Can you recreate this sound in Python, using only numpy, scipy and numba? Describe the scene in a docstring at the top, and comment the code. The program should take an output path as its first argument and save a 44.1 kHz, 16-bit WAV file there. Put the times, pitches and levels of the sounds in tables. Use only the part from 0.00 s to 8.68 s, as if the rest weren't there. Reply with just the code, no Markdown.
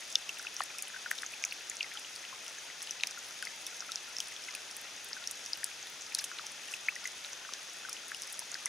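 """Steady rain on a lawn and a puddle, close to a small stereo microphone near the ground.
From the start far drops merge into hiss and nearer ones patter, while the nearest ring as short
gliding bubbles, splat on leaves and burst into fine spray. Strong drops fall near 0.15, 1.1 and 3 s,
a cluster follows at 6.15 s, and a bubble rises in pitch at 6.9 s; the rain goes on to the end.
Throughout, the microphone housing rings at a few pitches and sets how alike its two ports hear."""
import sys
import numpy as np
from scipy import signal
from scipy.fft import rfft, irfft, next_fast_len
from scipy.io import wavfile
from scipy.ndimage import uniform_filter1d
from numba import njit

SR = 44100
rng = np.random.default_rng(int(sys.argv[2]) if len(sys.argv) > 2 else 0)


def master_out(mix):
    """Clip the mix to full scale and print it as 16-bit PCM to the path in sys.argv[1]."""
    frames = np.transpose(np.atleast_2d(mix))
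    ceiling = np.clip(frames, -1, 1)
    pcm = np.round(ceiling * 32767).astype(np.int16)
    wavfile.write(sys.argv[1], SR, pcm)


N = 382788

# the nearest drops, in the puddle or on a leaf: t/s, peak level/dB, mid-glide f/Hz, T60/s, glide/octaves
RINGING_DROPS = [(0.0232, -39, 2220, 0.0073, -0.064), (0.1555, -24, 2910, 0.014, -0.08),
                 (0.155, -14, 3550, 0.013, -0.067), (0.1554, -9.5, 5500, 0.003, 0.1),
                 (0.2233, -34.5, 3400, 0.008, 0), (0.2923, -25, 2720, 0.017, -0.091),
                 (0.292, -28, 5970, 0.004, 0), (0.3706, -39.5, 2700, 0.025, -0.048),
                 (0.396, -36.5, 1490.0, 0.019, -0.3), (0.4489, -37, 1450, 0.014, -0.2),
                 (0.4687, -29, 2590, 0.02, -0.1), (0.5657, -25, 5800, 0.0077, 0.038),
                 (0.3944, -29, 5800, 0.003, 0), (0.598, -31, 3070, 0.003, -0.1),
                 (0.6047, -23, 1086, 0.0064, -0.5), (0.6062, -31.5, 750, 0.014, 0.15),
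                 (0.605, -34, 4160, 0.003, 0), (0.6182, -34, 1880, 0.027, -0.17),
                 (0.618, -30.5, 5000, 0.0034, 0.5), (0.701, -39, 2400, 0.02, -0.18),
                 (0.748, -43, 1290, 0.012, -0.077), (0.7845, -30, 6000, 0.0055, 0.4),
                 (0.7893, -34.5, 2500, 0.022, -0.11), (0.823, -30.5, 6750, 0.0151, -0.13),
                 (0.8732, -35.5, 3030, 0.01, 0.045), (0.9008, -37, 1660, 0.0067, 0),
                 (0.943, -36.5, 1530, 0.029, -0.13), (0.962, -37.5, 1580, 0.05, -0.14),
                 (1.0605, -31, 1510, 0.029, -0.22), (1.1136, -17.5, 1870, 0.0059, 0.31),
                 (1.114, -41, 700, 0.0086, 0), (1.128, -40, 1530, 0.045, -0.029),
                 (1.182, -33.5, 5530, 0.015, -0.13), (1.1865, -26, 4150, 0.0045, 0.55),
                 (1.2328, -25.5, 1680, 0.0044, 0.3), (1.241, -44, 1300, 0.022, -0.075),
                 (1.2633, -26, 6370, 0.0087, -0.014), (1.3368, -34.5, 2550, 0.014, -0.049),
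                 (1.425, -32, 6530.0, 0.0124, -0.07), (1.4392, -21, 2310, 0.0066, -0.11),
                 (1.439, -19, 5900, 0.0022, 0.1), (1.4505, -16.5, 6180, 0.0041, -0.026),
                 (1.4535, -28, 6700, 0.008, 0), (1.511, -32, 4300.0, 0.008, -0.3),
                 (1.523, -26, 2800, 0.0074, 0.4), (1.6083, -35, 2570, 0.006, -0.059),
                 (1.6982, -22, 6520, 0.0061, -0.27), (1.7157, -33.5, 1970, 0.0066, -0),
                 (1.769, -24, 6000, 0.0013, -0.15), (1.805, -32, 4460, 0.0029, 0.64),
                 (1.8074, -23.5, 2690, 0.027, -0.38), (1.8272, -34.0, 2640, 0.0137, 0.04),
                 (1.8295, -21.5, 4700.0, 0.0019, -0.079), (1.8428, -34.5, 2130, 0.023, -0.2),
                 (1.9153, -37, 1800, 0.01, 0), (1.92, -34, 2360, 0.0068, 0.02),
                 (1.952, -42.5, 1400, 0.05, -0.24), (1.962, -45, 1390, 0.022, -0.052),
                 (1.9716, -35, 3100, 0.0094, -0.1), (1.9732, -31, 3380, 0.0075, 0.2),
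                 (2.0474, -36, 2900, 0.014, -0.16), (2.161, -29.5, 4970, 0.0046, 0.07),
                 (2.24, -38.5, 1980, 0.013, -0.085), (2.3263, -41.5, 1060, 0.053, -0.042),
                 (2.251, -34, 2800, 0.006, 0), (2.4646, -32, 2880, 0.003, 0.058),
                 (2.4804, -30.5, 5670, 0.003, 0), (2.585, -35.5, 6400.0, 0.015, -0.095),
                 (2.583, -39, 1670, 0.011, 0), (2.7007, -37, 2050.0, 0.008, 0.0),
                 (2.819, -32.5, 5730, 0.0095, -0.05), (2.807, -37, 3330, 0.006, 0),
                 (2.8735, -32, 4300, 0.003, 0.056), (2.8725, -32, 2860, 0.0052, -0.25),
                 (2.8941, -35, 2970, 0.013, 0.0), (2.9089, -24.5, 5920, 0.012, 0.016),
                 (2.9991, -35, 2630, 0.016, -0.067), (3.009, -31, 4660, 0.0072, 0.82),
                 (3.0352, -15, 2620, 0.0039, 0.27), (3.0356, -20.5, 3720, 0.0065, -0.029),
                 (3.035, -23.5, 6000, 0.0022, -0.14), (3.0375, -42.5, 950, 0.013, 0.12),
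                 (3.07, -36, 2350, 0.006, 0), (3.11, -31, 5600, 0.006, -0.16),
                 (3.1743, -39.5, 1430, 0.042, -0.07), (3.1897, -32.5, 6300, 0.007, -0.28),
                 (3.4256, -33, 2780, 0.004, 0), (3.425, -32, 1600, 0.037, -0.29),
                 (3.4252, -28, 5040.0, 0.0031, 0.31), (3.452, -24.5, 5150, 0.0027, -0.012),
                 (3.4705, -29.5, 2060, 0.0125, 0.2), (3.4762, -37, 4660, 0.01, 0),
                 (3.6659, -31.5, 5630, 0.0148, -0.05), (3.669, -37, 3600.0, 0.012, 0.0),
                 (3.8057, -27, 5570, 0.007, -0.058), (3.796, -34, 6660, 0.006, 0.037),
                 (3.8223, -37.5, 1400, 0.0185, -0.1), (3.891, -38.5, 1370, 0.05, -0.11),
                 (3.9188, -26, 5600, 0.004, 0), (3.919, -28.5, 3870, 0.0091, 0.07),
                 (3.958, -17, 5500, 0.0019, 0.042), (3.974, -37, 4000, 0.012, 0),
                 (4.1665, -26, 5380, 0.01, -0.07), (4.1848, -24, 5650, 0.0057, 0.083),
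                 (4.2036, -27, 3060, 0.011, -0.2), (4.203, -16, 5550, 0.0014, 0),
                 (4.3202, -37, 1970, 0.01, 0), (4.3636, -32.5, 3360, 0.006, 0.15),
                 (4.3646, -36, 5600, 0.006, -0.055), (4.4378, -36.5, 5370, 0.013, 0.24),
                 (4.4833, -34, 2600, 0.0049, -0.2), (4.4854, -37, 2120, 0.038, -0.13),
                 (4.5085, -30, 4970, 0.0024, 0.15), (4.54, -36, 4400, 0.0049, -0.36),
                 (4.55, -34, 2530, 0.018, -0.12), (4.5504, -23.5, 5100, 0.00095, 0.19),
                 (5.1313, -23.5, 5020, 0.0047, -0.036), (5.113, -41, 1410, 0.012, -0.072),
                 (5.166, -37.5, 1520, 0.043, -0.03), (5.24, -35, 3670, 0.0085, 0.0),
                 (5.274, -20.5, 5270, 0.0054, -0.34), (5.311, -28, 5740, 0.0022, -0.25),
                 (5.4614, -26, 5940, 0.004, 0.082), (5.5326, -19, 5050, 0.0076, 0.2),
                 (5.556, -39, 2860, 0.012, -0.11), (5.632, -30, 1770, 0.0088, -0.025),
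                 (5.642, -22, 5150, 0.0028, 0.079), (5.7146, -36, 2520, 0.008, 0),
                 (5.8278, -32, 6230, 0.007, -0.16), (5.8704, -36, 3720, 0.01, 0.0),
                 (6.1218, -34, 2350, 0.0074, -0.14), (6.1482, -21, 6400.0, 0.0034, 0.21),
                 (6.1502, -13, 4560, 0.0018, 0.019), (6.1725, -36, 3870, 0.017, 0),
                 (6.185, -36.5, 1670, 0.018, -0.43), (6.217, -41, 1650, 0.02, 0),
                 (6.242, -36, 5700, 0.0103, 0.26), (6.244, -27.5, 6300, 0.0088, -0.065),
                 (6.315, -29.5, 1440, 0.0054, -0.021), (6.321, -47, 1390, 0.036, 0.11),
                 (6.3868, -32, 4500, 0.0062, 0.53), (6.3943, -33.5, 1300, 0.012, -0.5),
                 (6.467, -24, 6000, 0.0025, 0.082), (6.6848, -38, 2760, 0.0262, 0.22),
                 (6.7186, -32, 5730, 0.0047, -0.083), (6.7383, -28, 2600, 0.019, -0.16),
                 (6.8658, -35, 6560, 0.008, 0.11), (6.8846, -20, 2200, 0.033, 0.56),
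                 (6.922, -46, 1180, 0.018, 0), (6.9555, -31, 5700, 0.004, -0.071),
                 (6.9615, -33, 1940, 0.024, -0.02), (7.0405, -45, 1180, 0.017, -0.031),
                 (7.0414, -33.5, 5070, 0.012, 0.02), (7.0543, -28, 2040, 0.03, -0.008),
                 (7.0753, -28, 5800, 0.0054, -0.3), (7.074, -39, 2010, 0.03, 0.015),
                 (7.247, -35, 1700, 0.003, 0), (7.247, -37, 2640.0, 0.0049, 0.68),
                 (7.247, -31.5, 3720, 0.01, -0.23), (7.332, -27.5, 6030, 0.0063, 0.033),
                 (7.4491, -39.5, 1550, 0.029, -0.1), (7.49, -36.5, 1200, 0.0102, -0.26),
                 (7.5363, -30, 3680, 0.003, 0.052), (7.5365, -24, 5400, 0.0031, -0.3),
                 (7.6968, -35.5, 5670, 0.008, -0.2), (7.8495, -36.5, 1510, 0.04, 0.052),
                 (7.887, -36.5, 1310, 0.012, 0.1), (7.895, -32.5, 5600, 0.013, 0.35),
                 (7.9287, -29.5, 6030, 0.024, 0.37), (7.967, -36, 2800, 0.006, -0.074),
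                 (8.1176, -28, 1690, 0.0069, 0.21), (8.1464, -31.5, 2850.0, 0.0107, 0.0),
                 (8.1466, -31, 5040.0, 0.003, -0.23), (8.2206, -27, 5950, 0.0022, -0.051),
                 (8.2344, -35, 4970, 0.011, -0.06), (8.3928, -25, 5910.0, 0.0024, 0.21),
                 (8.4189, -42, 920, 0.018, -0.037), (8.517, -23.5, 6440, 0.0024, -0.25),
                 (8.543, -21, 5100, 0.0019, 0.2), (8.553, -35, 1640, 0.028, -0.36),
                 (8.658, -23.0, 5980, 0.0075, 0.14), (8.6607, -33, 1300, 0.0027, 0.61),
                 (8.6644, -31.5, 2070, 0.019, -0.053)]


def ringing_drops():
    """Damped resonance: an impact snaps, its bubble rings almost cleanly, and ripples follow."""
    t, db, hz, t60, glide = np.transpose(RINGING_DROPS)
    start_hz = hz * 2 ** (-glide / 2)
    bubble = peaked_grains(t, db, start_hz, t60, glide, rise_cycles=.41, rough=.015, rough_hz=500)
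    ripple_db = np.minimum(db, -21) - 35 + 12 * np.log10(hz * t60)  # stronger after many cycles
    ripple = grains(t, ripple_db, hz, t60=.05, glide=0, rise_cycles=2.5, rough=.99, rough_hz=700)
    snap_hz = np.minimum(2 * hz, 7000)
    snap = peaked_grains(t, db - 20, snap_hz, t60=.0019, glide=0, rise_cycles=.6, rough=1, rough_hz=1300)
    return bubble + ripple + snap


# drops bursting into fine spray: t/s, spray peak level/dB, mist peak level/dB (both before the housing)
SPRAY_BURSTS = [(0.0095, -42, -56), (0.1226, -40, -58), (0.1271, -47, -50), (0.153, -41, -37),
                (0.189, -42, -56), (0.2918, -38, -42.0), (0.387, -37, -43.0), (0.4167, -40, -53.0),
                (0.4271, -38, -49), (0.5424, -41, -41), (0.5982, -39, -48), (0.6115, -37, -52),
                (0.6358, -37, -43), (0.6362, -34, -50), (0.785, -28.5, -43.0), (0.8235, -27.5, -33.0),
                (0.8813, -35, -54.0), (1.1108, -36, -25), (1.112, -27, -34), (1.22, -36, -52.0),
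                (1.3208, -38, -60.0), (1.3399, -43, -49), (1.45, -36, -38), (1.528, -40, -41),
                (1.6971, -34, -49), (1.7566, -40, -56), (1.9382, -36, -55.0), (1.995, -40, -58),
                (2.1605, -37.5, -51), (2.445, -38.5, -54), (2.465, -45, -50), (2.4806, -44, -49),
                (2.8188, -45, -47), (2.8257, -28, -49.0), (2.909, -35, -52.0), (3.0332, -42, -49.0),
                (3.07, -35, -43), (3.0718, -34, -39), (3.109, -37, -51.0), (3.1845, -50, -45),
                (3.2665, -50, -46), (3.2872, -50, -47), (3.3394, -54, -47), (3.4254, -34.5, -45),
                (3.4528, -38, -45.0), (3.6203, -48, -49), (3.5622, -50, -49), (3.666, -28.5, -37),
                (3.675, -45, -55), (3.919, -33.5, -54.0), (3.9559, -42, -51.0), (4.1842, -41, -49.0),
                (4.203, -31, -37), (4.2393, -48, -48), (4.283, -36, -48.0), (4.55, -32, -42),
                (4.5537, -38, -47), (4.7109, -37, -56.0), (4.7665, -32, -34), (4.8138, -39, -43),
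                (5.0451, -37, -36), (5.0872, -38, -48.0), (5.2744, -36, -39.0), (5.3109, -28.5, -35.0),
                (5.313, -25, -46), (5.46, -38, -49.0), (5.5326, -46, -50), (5.5732, -41, -40),
                (5.6427, -17.5, -44), (5.6623, -40, -56.0), (5.8699, -45, -47), (5.8993, -51, -44),
                (6.1243, -42, -46), (6.148, -19, -40), (6.1547, -39.0, -48.0), (6.1596, -46, -44),
                (6.1848, -32, -47.0), (6.1922, -38, -43), (6.2102, -34, -47.0), (6.2216, -37, -48),
                (6.241, -25.5, -49), (6.2454, -30, -47.0), (6.464, -39, -47), (6.5187, -39.5, -65),
                (6.718, -39, -56), (6.7265, -40, -58), (6.7395, -38, -48.0), (6.8907, -45, -38),
                (6.9566, -40, -49.0), (7.042, -40, -50), (7.0725, -33, -39), (7.537, -40, -49),
                (7.63, -42, -58.0), (7.735, -41, -52), (7.8934, -30.5, -47), (7.929, -31, -47.0),
                (8.0822, -37, -52.0), (8.111, -47, -46), (8.1465, -39, -45), (8.1684, -44, -49),
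                (8.22, -33, -48), (8.2709, -39, -61), (8.325, -32.5, -50), (8.329, -33, -34),
                (8.392, -25, -44.0), (8.3996, -36, -43), (8.5175, -46, -64.0), (8.543, -40, -48.0),
                (8.6574, -24.5, -41)]


def sprays(t60=.0047):
    """Atomisation: a drop bursts in treble noise, with a softer fall of droplets as its tail."""
    t, db, mist_db = np.transpose(SPRAY_BURSTS)
    spray = peaked_grains(t, db, 9780, t60, glide=0, rise_cycles=2.8, rough=.89, rough_hz=1600)
    mist = peaked_grains(t, mist_db, 13040, t60, glide=0, rise_cycles=11, rough=.97, rough_hz=2200)
    fall_db = np.minimum(db, -27) - 15.5
    fall = grains(t, fall_db, 9300, t60=.079, glide=0, rise_cycles=5.7, rough=1, rough_hz=2310)
    return colour(spray + mist + fall, housing_db)


# drops breaking on a leaf: t/s, peak level/dB, centre f/Hz, T60/s
LEAF_SPLATS = [(0.1248, -36.5, 6000, .012), (0.6046, -27.5, 1886, 0.0089), (1.11, -36, 6000, .015),
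               (1.219, -40, 5740, .015), (3.037, -42, 1770, 0.024), (3.07, -30.5, 5440, 0.0097),
               (4.7105, -40, 5700, .007), (6.006, -45, 6500, 0.045), (6.019, -36, 6750, .01),
               (6.064, -41, 5400, 0.0074), (6.186, -27.5, 5640, 0.015), (6.1912, -33, 5100, 0.036),
               (6.1897, -31, 3300, 0.01), (6.142, -38, 5140, 0.0088), (6.24, -33.5, 3560, 0.0068),
               (6.385, -36.5, 2860, 0.015), (7.054, -38.5, 6500, 0.022), (7.322, -44, 6560, .015)]


def leaf_splats(rise_s=.0023):
    """Impact noise: a drop breaks on a leaf in a soft-edged band of noise with no clear note."""
    t, db, hz, t60 = np.transpose(LEAF_SPLATS)
    return peaked_grains(t, db, hz, t60, glide=0, rise_cycles=hz * rise_s, rough=.99, rough_hz=840)


def rain(shower_db=-46.5, crackle_db=-57.5):
    """Incoherent addition: far drops merge into hiss; nearer ones patter, tick on grass and crackle."""
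    near = undb(-12) * patter(count=9000, low_hz=912.3, octaves=3.016, top_db=15, spread_db=3.5,
                              cycles=30, rise_cycles=1.56, rough=.52, rough_hz=1490)
    bubbles = undb(-10) * patter(count=900, low_hz=895, octaves=3.1, top_db=17, spread_db=1,
                                 cycles=119, rise_cycles=2.8, rough=.08, rough_hz=710)
    ticks = undb(-10.5) * patter(count=6000, low_hz=4193, octaves=1.67, top_db=15, spread_db=12,
                                 cycles=36, rise_cycles=3.8, rough=.22, rough_hz=1200)
    crackle = patter(count=4200, low_hz=6500, octaves=1, top_db=12, spread_db=6,
                     cycles=45, rise_cycles=8, rough=1, rough_hz=4500)  # droplets on leaves close by
    crackle = signal.sosfilt(signal.butter(3, 4500, "high", fs=SR, output="sos"), crackle)
    # distance dulls the hiss
    hiss = colour(rng.standard_normal((2, N)), lambda hz: -4 / (1 + (7500 / np.maximum(hz, 1)) ** 8))
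    swell = undb(crackle_db) * flicker(rate_hz=10, depth_db=3)
    return wet_grass(hiss + near + ticks + bubbles) * undb(shower_db) + wet_grass(crackle) * swell


def patter(count, low_hz, octaves, top_db, spread_db, cycles, rise_cycles, rough, rough_hz):
    """Shot noise: drops fall at random times, many faint and few strong, capped at top_db."""
    when, pitch, size, length = rng.random((count, 4)).T
    hz = low_hz * 2 ** (octaves * pitch)
    db = np.minimum(-spread_db * np.log(size), top_db)
    t60 = cycles * (.5 + length) / hz
    glide = .3085 * (2 * length - 1)  # rings of many cycles rise, those of few fall
    return grains(when * N / SR, db, hz, t60, glide, rise_cycles, rough, rough_hz)


# spectral envelope of rain on wet grass: f/Hz, relative level/dB
GRASS_SPECTRUM = [(15, -50), (30, -27), (60, -15), (560, -5.5), (1100, -8), (1400, 3), (2300, -2.5),
                  (4250, -6), (6500, -1), (7200, -9.5), (8400, -10), (10100, -8), (13000, -14),
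                  (15500, -19), (16200, -64)]


def wet_grass(x):
    """Filters in cascade: the colours of wet grass and housing add in decibels; output at unit RMS."""
    x = colour(x, lambda hz: on_log_hz(GRASS_SPECTRUM, hz) + housing_db(hz))
    return x / np.std(x)


# resonances of the microphone housing: f/Hz, bandwidth/Hz, gain/dB
HOUSING_RESONANCES = [(800, 380, 3), (1450, 580, -6.5), (2577, 190, 4.5), (3496, 850, 5), (5030, 1240, 2),
                      (6650, 200, 4), (7670, 190, 8.5), (8560, 450, -1), (9700, 320, 2)]


def housing_db(hz):
    """Resonance: the housing adds bell-shaped peaks and dips to the spectrum."""
    return sum(db / (1 + (2 * (hz - f) / width) ** 2) for f, width, db in HOUSING_RESONANCES)


# how alike the ports hear, negative where the housing shades them: f/Hz, correlation
PORT_CORRELATION = [(30, 0.8), (60, 0.5), (130, 0.21), (600, 0.79), (1300, 0.97), (3000, 0.71),
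                    (4050, 0.47), (5000, 0.85), (6600, 0.82), (7200, -0.046), (8000, -0.12), (9000, -0.071),
                    (9900, 0.98), (11000, -0.4), (13000, -0.59), (14500, -0.39)]
# balance of the ports: f/Hz, left minus right level/dB
PORT_BALANCE = [(60, 1), (110, -0.5), (200, 0.5), (380, 2), (700, 2), (1290, 4), (2380, 3), (4400, 3),
                (8120, -1.5), (10000, 1), (15000, 2)]


def ports(modes):
    """Sum and difference: in-phase and opposed modes, weighted by correlation, give left and right."""
    size = next_fast_len(N)
    hz = np.fft.rfftfreq(size, 1 / SR)
    alike = np.clip(on_log_hz(PORT_CORRELATION, hz), -.99, .99)
    lean_db = on_log_hz(PORT_BALANCE, hz)
    same, opposed = rfft(modes, size) * np.sqrt(np.array([1 + alike, 1 - alike]) / 2)
    stereo = np.array([same + opposed, same - opposed]) * undb(np.array([lean_db, -lean_db]) / 2)
    return irfft(stereo, size)[:, :N]


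def peaked_grains(t, db, hz, t60, glide, rise_cycles, rough, rough_hz):
    """An envelope peaks where growth balances decay; these grains are scaled to put that peak at db."""
    ratio = np.log(1000) * rise_cycles / (np.maximum(t60, .001) * hz)  # rise time over decay time
    unrisen = ratio / (ratio + 2)
    crest_db = 20 * np.log10(unrisen ** ratio * (1 - unrisen) ** 2)
    return grains(t, db - crest_db, hz, t60, glide, rise_cycles, rough, rough_hz)


def grains(t, db, hz, t60, glide, rise_cycles, rough, rough_hz):
    """Noise modulation: the share `rough` of each ring's power spreads about rough_hz to either side."""
    noise = rng.standard_normal((2, N)) + 1j * rng.standard_normal((2, N))
    noise = signal.lfilter(*signal.butter(2, rough_hz, fs=SR), noise)
    shake = np.sqrt(1 - rough) + np.sqrt(rough) * noise / np.std(noise)
    side, scatter = rng.random((len(t), 2)).T
    mode_phase = np.pi * (np.round(side) + scatter / 2 + 1 / 4)  # near a quarter turn: just off centre
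    hz, t60, glide = (v + np.zeros_like(t) for v in (hz, np.maximum(t60, .001), glide))
    lowest_hz = hz * 2 ** np.minimum(glide, 0)
    cutoff_hz = np.clip(.8 * lowest_hz - rough * rough_hz, 100, SR / 3)
    rise = np.exp(-hz / (rise_cycles * SR))
    return ring((t * SR).astype(np.int64), hz, t60, glide, rise, undb(db), mode_phase, cutoff_hz, shake)


@njit
def ring(start, hz, t60, glide, rise, amplitude, mode_phase, cutoff_hz, shake):
    """Damped oscillators swell, glide and die away; one row per port mode (in phase, opposed)."""
    settle_s, damping = .003, 1.1  # a bubble stops gliding as it reaches the surface; high-pass damping
    settle = np.exp(-1 / (settle_s * SR))
    out = np.zeros((2, N))
    for k in range(len(start)):
        g = np.tan(np.pi * cutoff_hz[k] / SR)
        decay = np.exp(-np.log(1000) / (t60[k] * SR))
        for mode in range(2):
            envelope, unrisen, unsettled = amplitude[k], 1., 1.
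            phase, state = mode * mode_phase[k], np.zeros(6)
            for i in range(start[k], min(start[k] + int(t60[k] * SR) + 60, N)):
                envelope, unrisen, unsettled = envelope * decay, unrisen * rise[k], unsettled * settle
                phase += 2 * np.pi * hz[k] / SR * 2 ** (glide[k] * (1 - unsettled))
                x = envelope * (1 - unrisen) ** 2 * (shake[mode, i] * np.exp(1j * phase)).imag
                for j in (0, 2, 4):  # three state-variable high-passes take the bass
                    band_state, low_state = state[j], state[j + 1]
                    band = (band_state + g * (x - low_state)) / (1 + g * (g + damping))
                    state[j], state[j + 1] = 2 * band - band_state, low_state + 2 * g * band
                    x -= damping * band + low_state + g * band
                out[mode, i] += x
    return out


def flicker(rate_hz, depth_db):
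    """Amplitude modulation: a gain that ramps between random levels."""
    hold = int(SR / rate_hz)
    steps = np.repeat(rng.standard_normal(N // hold + 1), hold)[:N]
    return undb(depth_db * uniform_filter1d(steps, hold))


def colour(x, db_of, size=4096):
    """Minimum-phase filtering: the folded cepstrum gives a causal response with the gain db_of(f)."""
    cepstrum = irfft(np.log(undb(db_of(np.fft.rfftfreq(size, 1 / SR)))))
    cepstrum[1:size // 2] *= 2
    cepstrum[size // 2 + 1:] = 0
    impulse = irfft(np.exp(rfft(cepstrum)))[None, :size // 2]
    return signal.fftconvolve(x, impulse, axes=-1)[:, :N]


def on_log_hz(table, hz):
    """Interpolation of an (f/Hz, value) table on a logarithmic frequency axis."""
    f, value = np.transpose(table)
    return np.interp(np.log(np.maximum(hz, 1)), np.log(f), value)


def undb(db):
    """Level in decibels to amplitude ratio."""
    return 10 ** (np.asarray(db) / 20)


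def scene():
    """Superposition: rain all round, and the nearest drops, which reach both ports more alike."""
    close = np.array([[1], [.48]])  # gains of the in-phase and opposed modes
    return ports(rain() + close * (ringing_drops() + leaf_splats() + sprays()))


def record(dry, top_hz=16500):
    """Band limiting: the microphone falls off at the very top and the recorder cuts above top_hz."""
    dull = colour(dry, lambda hz: -13 / (1 + (15850 / np.maximum(hz, 1)) ** 200))
    return signal.sosfilt(signal.ellip(10, .2, 70, top_hz, fs=SR, output="sos"), dull)


dry = scene()
out = record(dry)
master_out(out)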